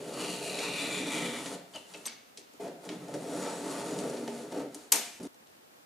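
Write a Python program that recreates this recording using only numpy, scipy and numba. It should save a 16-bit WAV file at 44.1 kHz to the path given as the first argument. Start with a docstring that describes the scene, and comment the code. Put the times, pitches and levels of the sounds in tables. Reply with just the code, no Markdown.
"""Blade along a steel ruler

A blade is drawn along a steel ruler through paper on a workshop bench.
Its random slips ring the bench modes, make the sheet sing and are filtered into fibre hiss; noise bursts click,
and brief tones squeak high or sound once low and dull; the dropped blade gives a sharp tap of quick ticks and rings.
The bare room answers with a decaying noise tail, over a faint hiss. The close sound breaks off and restarts thrice.
"""
import sys
import numpy as np
from scipy import signal
from scipy.fft import rfft, irfft, next_fast_len
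from scipy.io import wavfile
from scipy.ndimage import uniform_filter1d
from numba import njit

SR = 44100
rng = np.random.default_rng(int(sys.argv[2]) if len(sys.argv) > 2 else 0)


def dump_mix(stems):
    """Bounce the given channels to the path in sys.argv[1] as a 16-bit WAV at rate SR."""
    frames = np.atleast_2d(stems).T  # one column per channel
    limited = np.clip(frames, -1, 1)  # hard clip at full scale
    pcm = np.round(limited * 32767).astype(np.int16)
    wavfile.write(sys.argv[1], SR, pcm)


N = 258205  # length in samples


def undb(db):
    """Decibels to gain."""
    return 10 ** (np.asarray(db) / 20)


def unit(x):
    """Scale to rms 1."""
    return x / np.sqrt(np.mean(x ** 2))


def across(table, size):
    """A (Hz, value) table read at every bin of a transform."""
    hz, value = np.transpose([row for row in table if row[0] > 0])
    bins_hz = np.fft.rfftfreq(size, 1 / SR)
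    return np.interp(np.log(bins_hz + 1), np.log(hz), value)


def colour(x, table):
    """Filter a sound by a (Hz, dB) curve."""
    length = x.shape[-1]
    size = next_fast_len(length)
    return irfft(rfft(x, size) * undb(across(table, size)), size)[..., :length]


@njit
def band(x, hz, width):
    """State-variable band-pass whose centre may move; gain 1 at the centre."""
    y, b, l = np.empty(len(x)), 0., 0.
    for i in range(len(x)):
        g, k = np.tan(np.pi * hz[i] / SR), width / hz[i]
        v = (b + g * (x[i] + 1e-18 - l)) / (1 + g * (g + k))
        b, l, y[i] = 2 * v - b, l + 2 * g * v, k * v
    return y


def fixed_band(x, hz, width_hz):
    """Band-pass with a steady centre."""
    return band(x, np.full(len(x), 1. * hz), 1. * max(width_hz, 5))


def walk(rate):
    """Random levels held 1 / rate s and slewed twice, at rms near 1."""
    hold = int(SR / rate)
    steps = np.repeat(rng.standard_normal(N // hold + 1), hold)
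    return unit(uniform_filter1d(uniform_filter1d(steps, hold), hold)[:N])


def add(out, s, sound, pan_db):
    """Mix a short sound in at time s; pan_db is left minus right."""
    i = int(s * SR)
    sound = sound[:N - i]
    out[:, i:i + len(sound)] += sound * undb(np.array([[pan_db], [-pan_db]]) / 2)


def ring(push, modes):
    """A body rings in its (Hz, width, dB) modes; neighbours move in opposite sense."""
    out = 0
    for k, (hz, width, db) in enumerate(modes):
        out = out + (-1) ** k * undb(db) * fixed_band(push, hz, width) / np.sqrt(width)
    return out


RULER_DRIFT = .012  # share by which each mode wanders as the grip shifts


def patchy_ring(push, modes, pitch, patchy_db):
    """Modes scaled by a pitch factor that wander, and swell or fade one by one."""
    out = 0
    for k, (hz, width, db) in enumerate(modes):
        level = undb(db + patchy_db * walk(8))
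        centre_hz = hz * pitch * (1 + RULER_DRIFT * walk(4))
        out = out + (-1) ** k * level * band(push, centre_hz, 1. * width) / np.sqrt(width)
    return out


def slips(rate, scatter_db, grip_db):
    """Tiny random slips of uneven size, rate per second; the grip wavers quickly."""
    happens = rng.random(N) < rate / SR
    size, scatter = rng.standard_normal((2, N))
    return unit(happens * size * undb(scatter_db * scatter + grip_db * walk(45)))


# the two long cuts, each a list of breakpoints; the rumble follows the pressure, the hiss the speed
# columns: time_s, rumble_db, hiss_db
CUTS = [
    [(0.0, -45, -56.5), (0.206, -40.5, -44), (0.392, -45.5, -47.5), (0.55, -40.5, -43.5), (0.718, -42, -47),
     (0.952, -42.5, -44), (1.076, -38, -46), (1.096, -42.5, -46.5), (1.148, -40, -42), (1.442, -45, -49),
     (1.46, -44.5, -47), (1.546, -45, -50), (1.69, -87, -99), (1.72, -105, -104)],
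    [(3.0, -55, -70), (3.136, -41, -56.5), (3.14, -39, -46.5), (3.178, -42.5, -55.5), (3.43, -37.5, -46.5),
     (3.524, -41, -53.5), (3.536, -43.5, -52.5), (3.778, -38.5, -47), (3.886, -41.5, -49),
     (4.0, -35, -47.5), (4.252, -42.5, -56), (4.392, -43, -52.5), (4.508, -51.5, -60.5), (4.53, -44, -53)],
]
# deep rumble of each cut relative to its rumble; column: deep_re_rumble_db
CUT_DEEP_DB = [-9, -9]
# short shoves of hand, sheet and ruler
# columns: full_level_s, held_s, rumble_db, hiss_db, deep_re_rumble_db
SHOVES = [(1.753, 0.013, -58, -52, -13), (2.06, 0.0092, -71, -53.5, 0), (1.9, 0.0083, -75, -58.5, 3),
          (1.946, 0.028, -57.5, -55.5, -2.5), (2.61, 0.056, -41.5, -58, -4.5),
          (2.845, 0.0062, -43.5, -65, -9), (2.9, 0.062, -48, -58.5, -3.5), (4.546, 0.064, -36, -55.5, -15),
          (4.749, 0.075, -62, -57, -30), (5.2, .08, -45.5, -57.5, -0.5)]
SHOVE_RISE_DB_S, SHOVE_FALL_DB_S = 318.5, 193  # slopes in dB per second


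def movements(t):
    """Each cut and shove as curves of rumble, hiss and deep rumble in dB; no shove lasts across a break."""
    for cut, deep_db in zip(CUTS, CUT_DEEP_DB):
        s, rumble_db, hiss_db = np.transpose(cut)
        rumble_db = np.interp(t, s, rumble_db, -200, -200)
        yield rumble_db, np.interp(t, s, hiss_db, -200, -200), rumble_db + deep_db
    for s, held_s, rumble_db, hiss_db, deep_db in SHOVES:
        rise_db = -SHOVE_RISE_DB_S * np.maximum(s - t, 0)
        fall_db = -SHOVE_FALL_DB_S * np.maximum(t - s - held_s, 0)
        same_stretch = np.digitize(t, BREAKS) == np.digitize(s, BREAKS)
        shape = np.where(same_stretch, rise_db + fall_db, -200)
        yield shape + rumble_db, shape + hiss_db, shape + rumble_db + deep_db


# two sheet notes that sink as the slit grows in the first cut, level relative to the hiss
# columns: time_s, level_re_hiss_db
SONG = [(0, -11), (.25, -1.5), (.45, -3.5), (.75, 7), (1.1, 1.5), (1.35, 2.5), (1.5, -20), (1.6, -35)]
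# sheet resonances lit in turn as the notes sink past; columns: pitch_hz, width_hz, relative_level_db
SHEET_MODES = [(1900, 100, 1), (2100, 80, 2), (2350, 60, 3), (2630, 50, 7), (2800, 50, 0), (3250, 90, -1),
               (3520, 90, -1), (3700, 120, -3), (3950, 90, -3), (4200, 70, 0), (4450, 93, 1)]
SONG_HZ, SONG_SINK_HZ_S, SHEET_WIDTH_HZ = 3050, 680, 390.
OVERTONE_HZ, OVERTONE_SINK_HZ_S, SHEET_OVERTONE_WIDTH_HZ = 4550, 1050, 1300.
SHEET_OVERTONE_DB, SHEET_MODES_DB = -4, -10


def sheet_song(grit, t):
    """Slips drive two sinking resonances of the sheet, which in turn ring its fixed modes."""
    flex = 1 + 0.008 * walk(15)  # the sheet flexes, so the lower note wavers
    low_hz = np.maximum(SONG_HZ - SONG_SINK_HZ_S * t, 1000) * flex
    high_hz = np.maximum(OVERTONE_HZ - OVERTONE_SINK_HZ_S * t, 1000)
    low = unit(band(grit, low_hz, SHEET_WIDTH_HZ))
    high = band(grit, high_hz, SHEET_OVERTONE_WIDTH_HZ)
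    high = unit(band(high, high_hz, SHEET_OVERTONE_WIDTH_HZ))
    song = unit(low + undb(SHEET_OVERTONE_DB) * high)
    return unit(song + undb(SHEET_MODES_DB) * unit(ring(song, SHEET_MODES)))


# bench top resonances; columns: pitch_hz, width_hz, relative_level_db
BENCH = [(230.6, 21.6, 0.5), (269.3, 37.6, 2), (304.5, 22, 3.5), (375.4, 19, -1.5), (413.2, 17, 3.5),
         (496, 64, 2), (568.6, 18, 1), (612.8, 13, -3), (687.3, 42, 3), (759, 72, -3.5), (866, 47, -5),
         (1020, 57, -36), (1290, 860, -9.5)]
# deep bench resonances, loud when the hand leans hard; columns: pitch_hz, width_hz, relative_level_db
BENCH_DEEP = [(60.7, 185, -23), (135.5, 30, -21), (170.8, 28, -3), (207, 34, -5.5)]
# spectrum of the rustling sheet; columns: pitch_hz, relative_level_per_hz_db
RUSTLE = [(530, -25.5), (900, 1.5), (1140, -2), (1310, -2.5), (1380, -5), (2330, -17.5), (6000, -23),
          (7800, -35), (13200, -120)]
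# resonances of the rustling sheet; columns: pitch_hz, width_hz, relative_level_db
RUSTLE_MODES = [(878, 100, 4.5), (1103, 44, 4.5), (1277, 59, -3), (1705, 53, -6)]
# spectrum of the tearing fibres; columns: pitch_hz, relative_level_per_hz_db
FIBRES = [(2650, -7.5), (4500, -2.5), (5120, -6.5), (7050, 0), (8020, -2.5), (9710, -0.5), (13000, -17),
          (14700, -23), (15400, -33)]
# steel ruler under the scraping blade; columns: pitch_hz, width_hz, relative_level_db
RULER = [(5650, 300, -4), (6500, 120, 3), (7080, 160, 4), (7520, 120, -1), (8100, 150, -2), (8600, 200, 1),
         (9220, 150, -3), (9780, 150, -3)]
# ruler pitch in each stretch between breaks, as the hand holds it elsewhere; column: pitch_factor
RULER_PITCH = [1, .975, 1, 1]
# the contact shifts as the blade travels
# columns: time_s, upper_minus_lower_bench_db, rustle_change_db, ruler_change_db
TRAVEL = [(0, -2, -6, -15), (.2, -0.5, 4.5, -22), (.45, 5.5, -12.5, -13), (.62, 6, 1, -0.5),
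          (.72, -1.5, 1.5, 1.5), (1.0, -9, 0.5, 1.5), (1.22, -5, 2.5, -0.5), (1.4, -11, 0.5, -8),
          (1.52, 2.5, 2, -21), (1.75, 9, 2.5, -20), (2.6, 6.5, -3, -7.5), (2.9, -4.5, 4.5, -14),
          (3.1, -4, 3, -6), (3.35, -1.5, -2.5, 1), (3.48, 1.5, 11.5, 6), (3.58, -0.5, 1.5, 2),
          (3.82, -1, 5.5, -4), (4.0, -1.5, -1, 1.5), (4.12, -3.5, 2, -14.5), (4.3, -6, -1, -22),
          (4.55, -3.5, 4.5, -19), (5.2, -12, -0.5, -8)]
BENCH_SPLIT_HZ = 340
UNSTEADY_DB, DEEP_UNSTEADY_DB = -0.3, 2.5  # the hand never leans evenly
RUSTLE_DB, RUSTLE_PRESSURE_SHARE = -10, 0.29  # the sheet rustles with both pressure and speed
RUSTLE_MODES_DB, RULER_DB = -5, -8
RULER_PATCHY_DB, RUSTLE_PATCHY_DB = 4.5, 4  # each mode comes and goes on its own
FLUTTER_DB = -1.42


def cutting():
    """Slips shake bench, sheet and tearing fibres; gives two pushes on the bench and airborne sound."""
    t = np.arange(N) / SR
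    press, speed, lean = sum(undb(move) for move in movements(t))
    time_s, *shifts = np.transpose(TRAVEL)
    upper_db, rustle_db, ruler_db = (np.interp(t, time_s, column) for column in shifts)

    grit = slips(9000, 1.5, .8)
    singing = speed * undb(np.interp(t, *np.transpose(SONG), right=-200))
    song = singing * sheet_song(grit, t)

    rustling = undb(RUSTLE_DB + rustle_db) * press ** RUSTLE_PRESSURE_SHARE * speed ** (1 - RUSTLE_PRESSURE_SHARE)
    rustle_ring = unit(patchy_ring(grit, RUSTLE_MODES, np.ones(N), RUSTLE_PATCHY_DB))
    rustle = rustling * (unit(colour(grit, RUSTLE)) + undb(RUSTLE_MODES_DB) * rustle_ring)

    ruler_pitch = np.take(RULER_PITCH, np.digitize(t, BREAKS))
    ruler_ring = unit(patchy_ring(grit, RULER, ruler_pitch, RULER_PATCHY_DB))
    tearing = unit(colour(grit, FIBRES)) + undb(RULER_DB + ruler_db) * ruler_ring
    paper = (song + rustle + speed * unit(tearing)) * undb(FLUTTER_DB * walk(16))

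    drag = slips(4500, 2, 1.3)
    # scale each push so that its modes ring at level 1
    rumble, deep = (drag / np.std(ring(drag, modes)) for modes in (BENCH, BENCH_DEEP))
    split = signal.butter(2, BENCH_SPLIT_HZ, "high", fs=SR, output="sos")
    upper = signal.sosfiltfilt(split, rumble)
    rumble = (rumble - upper) * undb(-upper_db / 2) + upper * undb(upper_db / 2)
    rumble = rumble * undb(UNSTEADY_DB * walk(23))
    deep = deep * undb(DEEP_UNSTEADY_DB * walk(20))
    return press * rumble, lean * deep, paper


def burst(length_ms):
    """A quick rattle that falls about 20 dB within its length, cut off at 46 ms."""
    t = np.arange(2048) / SR / (max(length_ms, .3) / 1000)
    return rng.standard_normal(2048) * np.minimum(t / 0.041, 1) * np.exp(-2.3 * t ** 1.1)


def blow(out, s, db, length_ms, pan_db, tint):
    """Add a coloured rattle as heard directly; gives back its size."""
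    sound = tint(burst(length_ms))
    sound = undb(db) * sound / np.abs(sound).max()
    add(out, s, sound, pan_db)
    return np.linalg.norm(sound)


def knock(out, s, size, tint):
    """Add one evenly coloured push: a rattle as blade and walls get it, averaged over all sides."""
    even = tint(signal.unit_impulse(2048, 128))
    add(out, s, size * even / np.linalg.norm(even), 0)


def thump(out, s, db, length_ms):
    """Add a push on the bench, scaled by the peak of the ringing it causes."""
    push = burst(length_ms)
    add(out, s, undb(db) * push / np.abs(ring(push, BENCH)).max(), 0)


# small clicks; columns: start_s, peak_db, colour_hz, length_ms, thump_re_peak_db
CLICKS = [(0.588, -26, 3480, 17, -9), (1.4584, -32, 3520, 13, -28), (1.7355, -54, 3010, 6.4, -38),
          (1.7483, -44, 3080, 7.5, -16), (1.752, -59, 640, 22, -11), (1.7590, -32.5, 4020, 4, -25),
          (1.9369, -37.5, 3000, 11, -9), (1.945, -37, 2440, 15, -5.5), (2.0552, -30, 3800, 9, -13),
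          (2.0631, -33, 8000, 14, -30), (2.0640, -35.5, 700, 6.8, -17), (2.0733, -33, 2300, 10, -37),
          (2.0812, -27.5, 4650, 3.1, -39), (2.098, -38, 3000, 5.9, -26), (2.119, -42, 2300, 10, -24),
          (2.13, -44, 5800, 12, -25), (2.373, -34.5, 5000, 18, -14), (2.3926, -44, 6300, 13, -16),
          (2.536, -48.5, 5170, 5.5, -5), (2.6776, -45, 3210, 12, 9), (2.851, -43.5, 6770, 11, 5),
          (2.8899, -31, 2840, 13.6, -4), (2.9165, -40, 2160, 14, 2), (3.083, -44.5, 6820, 8.8, 7.5),
          (3.14, -37, 6000, 14, -16), (3.988, -32, 5060, 10, -22), (4.096, -37, 7170, 17, -13),
          (4.1284, -47.5, 7220, 5, 16), (4.1683, -38, 3270, 21, -20), (4.2772, -32.5, 3410, 7.4, 4),
          (4.5192, -45, 4500, 13, -10.5), (4.745, -32, 9000, 14, -10), (5.2, -44.5, 4000, 8.1, 1),
          (5.229, -40.5, 7700, 20, -26), (5.252, -45, 8540, 7.7, -15), (5.268, -49, 5180, 8, -8),
          (5.3435, -52, 5960, 9.2, -6), (5.47, -54, 4190, 8, -11)]
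CLICK_WIDTH, CLICK_PAN_DB, CLICK_TOP_HZ = 1.86, 0.5, 10500  # width as a multiple of the colour pitch


def clicks(thumps, direct, ticks):
    """Short rattles in a wide band, each with a thump on the bench."""
    dull = signal.butter(4, CLICK_TOP_HZ, fs=SR, output="sos")
    for s, db, hz, length_ms, thump_db in CLICKS:
        width = hz * CLICK_WIDTH
        tint = lambda x: signal.sosfilt(dull, fixed_band(fixed_band(x, hz, width), hz, width))
        knock(ticks, s, blow(direct, s, db, length_ms, CLICK_PAN_DB, tint), tint)
        thump(thumps, s, db + thump_db, length_ms)


# a sharp tap: a faint soft onset, then a quick volley of bright ticks and weaker bounces; levels before TAP_DB
# columns: start_s, relative_peak_db, length_ms, left_minus_right_db
TAP = [(4.9192, -22, 3, 1), (4.9208, -3.5, 2, 0), (4.9221, -5, 2, 1), (4.9235, -3.5, 2, 6),
       (4.9256, -8, 2.5, 6), (4.9272, -10, 2.5, 6), (4.9365, -22, 4, 3), (4.9465, -23, 4, 3),
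       (4.9730, -25, 5, 3), (4.9890, -28, 5, 3), (4.9575, -20, 6, 3)]
# spectrum of the tap; columns: pitch_hz, relative_level_db
TAP_COLOUR = [(300, -22), (650, -21), (950, -17), (1400, -20), (2200, -13.5), (4770, -10), (7970, -3),
              (12500, -8), (13200, -16), (15500, -24)]
# how much fuller the tap is averaged over all sides than direct; columns: pitch_hz, boost_db
TAP_SPREAD = [(300, 4), (700, 8), (1400, 8), (2500, 2), (6000, 0), (12500, 0), (14000, 4)]
TAP_DB, TAP_LOW_HZ = -1, 350
TAP_THUMP_DB, TAP_THUMP_MS = -32, 94
BOUNCE_RING_DB = 6.5  # the late bounce catches the blade's edge


def dropped_blade_tap(thumps, direct, tap):
    """A faint onset, bright ticks, weaker bounces and one bench thump; two pushes excite the steel."""
    thin = signal.butter(3, TAP_LOW_HZ, "high", fs=SR, output="sos")
    tint = lambda x: signal.sosfilt(thin, colour(x, TAP_COLOUR))
    spread = lambda x: colour(tint(x), TAP_SPREAD)
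    thump(thumps, TAP[5][0], TAP_THUMP_DB, TAP_THUMP_MS)
    sizes = [blow(direct, s, db + TAP_DB, length_ms, pan_db, tint) for s, db, length_ms, pan_db in TAP]
    # one push with the energy of the whole tap, one for the late bounce
    knock(tap, TAP[1][0], np.linalg.norm(sizes), spread)
    knock(tap, TAP[-1][0], undb(BOUNCE_RING_DB) * sizes[-1], tint)


CLICK_RING_DB, CLICK_ROOM_DB, TAP_ROOM_DB = -6.5, 1, 2.5


def clicks_and_tap():
    """Clicks and tap together: bench thumps, direct rattles, what rings the blade, what reaches the walls."""
    thumps, direct, ticks, tap = np.zeros((4, 2, N))
    clicks(thumps, direct, ticks)
    dropped_blade_tap(thumps, direct, tap)
    strikes = undb(CLICK_RING_DB) * ticks + tap
    wall = undb(CLICK_ROOM_DB) * ticks + undb(TAP_ROOM_DB) * tap
    return thumps[0], direct, strikes, wall[0]


# brief unsteady tones: high squeaks and one low, dull tone; levels before TONE_DB
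# columns: start_s, length_ms, pitch_hz, relative_level_db, wall_send_db
BRIEF_TONES = [(1.737, 22, 3050, -43, -3), (1.738, 15, 4600, -47, -1), (1.747, 32, 630, -39, -5),
               (1.754, 14, 3000, -35, -5), (1.758, 16, 2800, -39, -1), (1.944, 10, 3000, -43, -4),
               (1.944, 12, 2550, -42, -4), (2.055, 22, 6150, -35, -2), (2.072, 12, 2150, -44, 0),
               (2.073, 16, 4650, -40, -3), (2.058, 15, 11690, -38, -20), (2.0600, 12, 13450, -46, -20),
               (2.0615, 12, 8380, -27, -22)]
TONE_DB = -4
TONE_ROUGH = .12  # radians by which the tone's phase strays each sample


def brief_tones():
    """Sines of straying phase that swell and stop, direct and as sent to the walls."""
    out, wall = np.zeros((2, 2, N))
    for s, length_ms, hz, db, room_db in BRIEF_TONES:
        t = np.arange(int(length_ms * SR / 1000)) / SR
        waver = np.cumsum(rng.standard_normal(2048))[:len(t)]
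        swell = np.abs(np.sin(np.pi * t / t[-1])) ** 0.18
        tone = undb(db + TONE_DB) * swell * np.sin(2 * np.pi * hz * t + TONE_ROUGH * waver)
        add(out, s, tone, 0)
        add(wall, s, undb(room_db) * tone, 0)
    return out, wall[0]


# blade resonances, levels before BLADE_DB; columns: pitch_hz, relative_level_db, t60_s
BLADE = [(710, -14, .25), (950, 3, 0.03), (2400, -14, .35), (3100, -2, .03), (5800, -6, .1), (6225, 0, 0.2),
         (6820, -13, .3), (7100, 3, .04), (8420, -9, .2), (9500, 6, .035), (9980, -12, .25),
         (11690, -4, .15), (12400, 1, .02), (13380, -2, .2), (13800, -3, .16), (14380, 0, .15)]
BLADE_DB = -40


def blade(blows):
    """Each blow leaves the thin steel ringing in decaying sine modes."""
    out = 0
    for hz, db, t60 in BLADE:
        pole = np.exp(2j * np.pi * hz / SR - np.log(1000) / (t60 * SR))
        out = out + undb(db + BLADE_DB) * signal.lfilter([1], [1, -pole], blows).imag
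    return out


# room decay by band; columns: pitch_hz, t60_s, left_right_correlation (no unit)
ROOM = [(135, 0.49, 1), (221, 0.74, 1), (470, 0.72, 1), (1170, 0.5, 0.05), (2300, 0.84, 0.83),
        (3850, 0.55, 0.067), (7860, 0.22, 0.061), (13700, 0.31, 0.047)]
ROOM_DB, ROOM_GAP_MS = -6, 1.22  # the tail swells in over the gap


def room():
    """Diffuse tail: wide bands of noise, each fading at its own rate and partly alike left and right."""
    t, tail = np.arange(SR) / SR, 0
    for hz, t60, like in ROOM:
        mid, side = (fixed_band(rng.standard_normal(SR), hz, hz) for _ in range(2))
        both = np.sqrt(1 + like) * mid + np.sqrt(1 - like) * side * np.array([[1], [-1]])
        tail = tail + both * 1000 ** (-t / t60) / (hz / 1000) ** 0.0074
    tail = tail * np.clip(t * 1000 / ROOM_GAP_MS, 0, 1) ** 2
    tail = tail * undb(4.3 * np.exp(-t / 0.099))  # near walls crowd the first echoes
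    return undb(ROOM_DB) * tail / np.sqrt(np.sum(tail ** 2) / 2)


# hiss spectrum common to both channels; columns: pitch_hz, relative_level_per_hz_db
HISS = [(15, -53), (25, -24), (55, -24), (266, -10), (305, -10), (388, -13.5), (740, -15.5), (1020, -18.5),
        (1410, -19.5), (2290, -23), (15400, -29.5)]
# hiss spectrum added left and subtracted right; columns: pitch_hz, relative_level_per_hz_db
HISS_SIDE = [(15, -45), (25, -8), (101, -23), (140, -10), (215, -14), (259, -4), (399, -21), (444, -3),
             (8320, -23), (12100, -26), (15400, -49)]
HISS_DB, HISS_SIDE_DB = -61.5, -59.5


def hiss():
    """Faint steady background of coloured noise with a slight sway, wide between the channels."""
    mid = undb(HISS_DB) * unit(colour(rng.standard_normal(N), HISS))
    side = undb(HISS_SIDE_DB) * unit(colour(rng.standard_normal(N), HISS_SIDE))
    return undb(.5 * walk(29)) * (mid + side * np.array([[1], [-1]]))


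# instants where the close sound breaks off and restarts, so no ringing carries over; column: time_s
BREAKS = [2.597, 5.197, 5.277]
# stereo lean of everything but the hiss; columns: pitch_hz, left_minus_right_db
LEFT_LEAN = [(300, 0), (1500, 1), (6000, 1.5), (13000, 1.5)]
LEAD_S = .4  # each stretch starts with its movement already under way
FADE_S = .004  # fade at both ends of each stretch


def scene():
    """All sources, rung through bench, blade and room between one break and the next, over the hiss."""
    drag, deep, paper = cutting()
    thumps, blows, strikes, wall = clicks_and_tap()
    tones, tones_wall = brief_tones()
    tail, parts, lead = room(), [], int(LEAD_S * SR)
    for a, b in zip([0] + BREAKS, BREAKS + [N / SR]):
        span = slice(round(a * SR), round(b * SR))
        # a mirrored lead-in lets bench and room ring up before the stretch is heard
        pushes = (drag + thumps, deep + 0.3 * thumps, paper)
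        bench_push, deep_push, airborne = [np.pad(x[span], (lead, 0), "reflect") for x in pushes]
        centre = ring(bench_push, BENCH) + ring(deep_push, BENCH_DEEP) + airborne
        steel = blade(strikes[:, span])
        sent = centre + np.pad((wall + tones_wall)[span] + steel.mean(axis=0), (lead, 0))
        wet = signal.fftconvolve(sent[None], tail, axes=1)[:, lead:len(sent)]
        edge = np.arange(span.stop - span.start) / (FADE_S * SR)
        fade = np.clip(np.minimum(edge, edge[::-1]), 0, 1)
        parts.append(fade * (centre[lead:] + (blows + tones)[:, span] + steel + wet))
    heard = np.concatenate(parts, axis=1)
    left, right = ([(hz, sign * db / 2) for hz, db in LEFT_LEAN] for sign in (1, -1))
    return np.array([colour(heard[0], left), colour(heard[1], right)]) + hiss()


TOP_HZ = 15300


def record(dry):
    """Cut the bass, round the loudest peaks by soft saturation and cut the very top."""
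    low_cut = signal.butter(3, 65, "high", fs=SR, output="sos")
    top_cut = signal.ellip(10, .2, 80, TOP_HZ, fs=SR, output="sos")
    rounded = np.tanh(signal.sosfilt(low_cut, dry))
    return signal.sosfilt(top_cut, rounded)


dry = scene()
out = record(dry)
dump_mix(out)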